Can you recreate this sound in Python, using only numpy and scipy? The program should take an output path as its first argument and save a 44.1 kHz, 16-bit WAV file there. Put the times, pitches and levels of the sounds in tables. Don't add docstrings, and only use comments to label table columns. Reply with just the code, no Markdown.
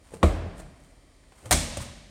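import sys
import numpy as np
from scipy import signal
from scipy.fft import rfft, irfft, next_fast_len
from scipy.io import wavfile
from scipy.ndimage import uniform_filter1d

SR = 44100
rng = np.random.default_rng(int(sys.argv[2]) if len(sys.argv) > 2 else 0)


def store_wav(level_fs):
    pcm = np.round(np.clip(np.atleast_2d(level_fs), -1, 1) * 32767)
    wavfile.write(sys.argv[1], SR, pcm.T.astype(np.int16))


N = 92610
SLAM_S, SMACK_S = 0.2295, 1.5095

# pitch_hz, level_db, t60_s
BALL_FLOOR_MODES = [(186.7, -14.5, 0.18), (328.5, -12, 0.11), (388, -21.5, 0.18), (497, -14, 0.093),
                    (613, -19, 0.17), (683, -15.5, 0.1), (970, -25, 0.084), (1144, -23, 0.087),
                    (1220, -29, 0.076), (1707, -34.5, 0.12), (2294, -29.5, .08)]
SQUASH_BOOM_MODES = [(45.9, -16.5, 0.42), (74.6, -4.5, .2)]
BALL_WALL_MODES = [(49, -18, 0.34), (78.6, -17.5, .35), (160, -29, 0.49), (244.5, -26, .3),
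                   (304, -33.5, 0.47), (613, -22, 0.083), (713, -20.5, 0.089), (1203, -35, 0.2),
                   (1535, -33, 0.075), (2271, -33.5, 0.22), (3444, -35, 0.29), (6260, -44, .2),
                   (7060, -38, .2), (8642, -37, .2), (9400, -27, 0.25)]
# delay_s, level_db, t60_s
SMACK_ARRIVALS = [(0, -13.5, 0.051), (.0055, -15.5, 0.072), (0.0107, -21, 0.043), (0.0159, -12, .06),
                  (.024, -23, 0.04)]
# start_s, slap_db, knock_db, knock_hz, thump_db, thump_hz
HAND_PATS = [(.119, -64, -38.5, 494, -60, 120), (.1375, -54, -26, 455, -41, 85),
             (.153, -60, -48, 332, -36.5, 180), (0.46, -73, -26.5, 594, -30.5, 183.4),
             (.597, -47, -35, 637, -64, 153), (.645, -72, -52, 302, -40, 148),
             (1.457, -40, -39, 560, -30, 112), (1.771, -30.5, -21, 563, -23, 81),
             (1.803, -48, -35, 1018, -32, 128)]
# centre_s, level_db, width_s
RUSTLE_SWELLS = [(.07, -60.5, 0.028), (0.146, -51.5, 0.028), (0.594, -47.5, 0.016), (.85, -63.5, 0.081),
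                 (1.41, -61.5, 0.11), (1.47, -55.5, 0.042), (1.821, -43, 0.026)]
# centre_s, level_db, width_s
WHOOSH_SWELLS = [(.14, -49.5, 0.021), (.226, -43, .012), (1.466, -46.5, 0.033), (1.507, -48, 0.0057)]
# start_s, level_db
FOOT_SCUFFS = [(1.237, -53), (1.321, -44.5), (1.427, -50)]
# pitch_hz, level_db
VENT_TONES = [(59.2, -66), (2347, -82), (3133, -80), (4690, -80.5), (5480, -84.5), (6288, -88),
              (7074, -79.5), (7790, -89)]
# freq_hz, t60_s
ROOM_DECAY = [(50, 1.37), (150, 1.38), (500, 1.04), (2000, 1.22), (4000, 1.19), (8000, 0.93), (11000, 1),
              (15000, 0.38)]

# freq_hz, relative_db
SLAM_CRACK_SPECTRUM = [(130, -12), (220, -7.5), (650, 3), (850, -9), (1200, -2), (1500, -13), (2300, -11),
                       (3000, -20), (4300, -21), (5300, -30), (8500, -27), (16000, -52)]
SLAM_NEAR_SPECTRUM = [(82, -33), (140, -4), (370, -6), (619, -5), (958, -23), (1320, -10.5), (1420, -28),
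                      (2200, -18), (2850, -28.5), (4070, -28.5), (4870, -37), (8480, -29.5), (16000, -50)]
SLAM_FAR_SPECTRUM = [(36, -2.5), (55, -8), (80, -13), (118, -13), (175, -11), (240, -19.5), (285, -13.5),
                     (485, -21), (600, -13.5), (830, -22), (1200, -25.5), (2410, -33.5), (5000, -42.5),
                     (8540, -50.5), (12000, -70)]
SMACK_CRACK_SPECTRUM = [(120, -25), (200, -7.5), (490, -10), (700, -5), (900, -8.5), (1300, -8),
                        (2300, -7.5), (2700, -13), (3600, -12), (4500, -10), (4850, -14), (5500, -11.5),
                        (9200, -9), (10500, -13.5), (14500, -22), (16000, -29)]
SMACK_NEAR_SPECTRUM = [(65, -22), (110, -15), (167, -9), (243, -9.5), (454, -15), (607, -9.5), (921, -20.5),
                       (1550, -21), (2260, -13.5), (2900, -25), (3350, -15.5), (4880, -18), (8740, -12.5),
                       (16000, -42)]
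SMACK_FAR_SPECTRUM = [(16, -26), (28, 9), (44, -0.5), (109, -7), (166, -4), (195, -10), (234, -3),
                      (340, -20), (578, -10.5), (1390, -22.5), (2180, -17.5), (2430, -20), (3520, -18.5),
                      (8460, -20), (16000, -45)]
# freq_hz, relative_db
SKIN_SPECTRUM = [(300, -18), (1000, 3.5), (2000, -6), (5000, -10), (7500, -2), (9000, 0.5), (10500, -11),
                 (15500, -21)]
DULL_SPECTRUM = [(65, 1), (200, -1.5), (600, -4), (1200, -20), (3000, -29.5), (8000, -46)]
CLOTH_SPECTRUM = [(400, -12), (1000, 2), (2500, -4.5), (5000, -10.5), (7500, -5), (9000, -0.5),
                  (10500, -10), (15500, -21)]
SCUFF_SPECTRUM = [(200, -12), (700, 7), (2200, -3), (4000, -12), (9000, -19), (14000, -33)]
VENT_SPECTRUM = [(36, -2.5), (58, -5), (110, -16), (184, -21.5), (275, -18), (450, -24.5), (618, -21.5),
                 (837, -30.5), (1230, -30), (1490, -38.5), (1910, -28.5), (2800, -37.5), (4140, -35.5),
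                 (7190, -42), (9000, -35), (10500, -42.5), (12000, -49), (16000, -58)]


def floor_slam(squash_s=0.0057):
    modes = ring(SLAM_S, BALL_FLOOR_MODES)
    boom = ring(SLAM_S + squash_s, SQUASH_BOOM_MODES)
    contact = strike(SLAM_S, attack_s=0.0004, t60_s=0.038)
    contact += amp(-11) * strike(SLAM_S + 0.01, attack_s=0.003, t60_s=0.047)
    crack = amp(-10.5) * noise(SLAM_CRACK_SPECTRUM) * contact
    near = amp(-23) * noise(SLAM_NEAR_SPECTRUM) * strike(SLAM_S + 0.0028, attack_s=0.0024, t60_s=0.37)
    far = amp(-27) * reverb_tail(SLAM_S, SLAM_FAR_SPECTRUM, build_s=0.039, stretch=1.0)
    return modes + boom + crack + near + far


def wall_smack():
    crack = sum(amp(db) * noise(SMACK_CRACK_SPECTRUM) * strike(SMACK_S + delay_s, 0.0003, t60_s)
                for delay_s, db, t60_s in SMACK_ARRIVALS)
    near = amp(-19.5) * noise(SMACK_NEAR_SPECTRUM) * strike(SMACK_S + 0.014, attack_s=0.013, t60_s=0.38)
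    far = amp(-26) * reverb_tail(SMACK_S, SMACK_FAR_SPECTRUM, build_s=0.076, stretch=1.08)
    return ring(SMACK_S, BALL_WALL_MODES) + crack + near + far


def rebound(start_s=0.31, caught_s=0.483, pitch_hz=85.4, rise_s=0.015, t60_s=0.087):
    rise = np.clip(since(start_s) / rise_s, 0, 1)
    damping = amp(-60 * since(caught_s) / t60_s)
    return amp(-31.5) * rise * damping * np.sin(2 * np.pi * pitch_hz * since(start_s))


def hands(knock_t60_s=0.03, thump_t60_s=0.13):
    out = np.zeros(N)
    for start_s, slap_db, knock_db, knock_hz, thump_db, thump_hz in HAND_PATS:
        out += amp(slap_db) * noise(SKIN_SPECTRUM) * strike(start_s, 0.00035, t60_s=0.045)
        out += amp(knock_db - 10.5) * noise(DULL_SPECTRUM) * strike(start_s, 0.00033, t60_s=0.04)
        out += ring(start_s, [(knock_hz, knock_db, knock_t60_s), (thump_hz, thump_db, thump_t60_s)])
    return out


def movement(grain_db=3.6):
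    flicker = unit_rms(uniform_filter1d(rng.standard_normal(N), size=130))
    grain = unit_rms(amp(grain_db * flicker))
    rustle = swells(RUSTLE_SWELLS) * grain * noise(CLOTH_SPECTRUM)
    whoosh = swells(WHOOSH_SWELLS) * noise(DULL_SPECTRUM)
    steps = sum(amp(db) * strike(start_s, 0.00068, t60_s=0.028) for start_s, db in FOOT_SCUFFS)
    return rustle + whoosh + steps * noise(SCUFF_SPECTRUM)


def reverb_tail(start_s, spectrum, build_s, stretch):
    hz, time_s, bins = signal.stft(noise(spectrum), SR, nperseg=512)
    t60_s = stretch * log_interp(ROOM_DECAY, hz)[:, None]
    fade = amp(-60 * np.maximum(time_s - start_s, 0) / t60_s)
    tail = signal.istft(bins * fade, SR, nperseg=512)[1][:N]
    return tail * (1 - np.exp(-since(start_s) / build_s))


def in_room(x, wet_db):
    tail = reverb_tail(0, [(40, 0), (16000, 0)], build_s=0.0036, stretch=0.61)
    return x + amp(wet_db) * signal.fftconvolve(x, tail / np.linalg.norm(tail))[:N]


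def ventilation(drift_rad=4.3):
    tones = np.zeros(N)
    for hz, db in VENT_TONES:
        walk = np.cumsum(rng.standard_normal(N)) / np.sqrt(SR)
        phase_rad = 2 * np.pi * hz * since(0) + drift_rad * np.sqrt(hz / 3000) * walk
        tones += amp(db) * np.sqrt(2) * np.sin(phase_rad)
    return amp(-55.5) * noise(VENT_SPECTRUM) + tones


def ring(start_s, modes, attack_cycles=0.44):
    return sum(amp(db) * strike(start_s, attack_cycles / hz, t60_s)
               * np.sin(2 * np.pi * hz * since(start_s)) for hz, db, t60_s in modes)


def strike(start_s, attack_s, t60_s):
    age_s = since(start_s)
    return (1 - np.exp(-age_s / attack_s)) * amp(-60 * age_s / t60_s)


def swells(rows):
    return sum(amp(db) * np.exp(-np.abs(since(0) - centre_s) / width_s) for centre_s, db, width_s in rows)


def noise(spectrum):
    corner_hz = max(spectrum[0][0], 36)
    gain = lambda hz: amp(log_interp(spectrum, hz)) * np.minimum(hz / corner_hz, 1) ** 3
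    return unit_rms(filtered(rng.standard_normal(N), gain))


def filtered(x, gain):
    size = next_fast_len(N + 8192)
    return irfft(rfft(x, size) * gain(np.fft.rfftfreq(size, 1 / SR)), size)[:N]


def log_interp(points, hz):
    freqs_hz, values = np.transpose(points)
    return np.interp(np.log(hz + 1), np.log(freqs_hz + 1), values)


def since(start_s):
    return np.maximum(np.arange(N) / SR - start_s, 0)


def amp(db):
    return 10 ** (np.asarray(db) / 20)


def unit_rms(x):
    return x / np.sqrt(np.mean(x ** 2) + 1e-20)


def scene():
    ball = floor_slam() + rebound() + wall_smack()
    handling = in_room(hands() + movement(), wet_db=-8.5)
    return (ball + handling + ventilation())[None]


def record(dry):
    low_cut_hz, top_hz, ceiling = 34, 16000, 0.52
    treble_hz_db = [(8800, -0.5), (9550, -1), (10300, -4.5), (13000, -1.5), (15500, -1)]
    x = signal.sosfilt(signal.butter(3, low_cut_hz, "highpass", fs=SR, output="sos"), dry[0])
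    x = filtered(x, lambda hz: amp(log_interp(treble_hz_db, hz)))
    x = x / (1 + np.abs(x / ceiling) ** 6) ** (1 / 6)
    return filtered(x, lambda hz: hz < top_hz)[None]


dry = scene()
out = record(dry)
store_wav(out)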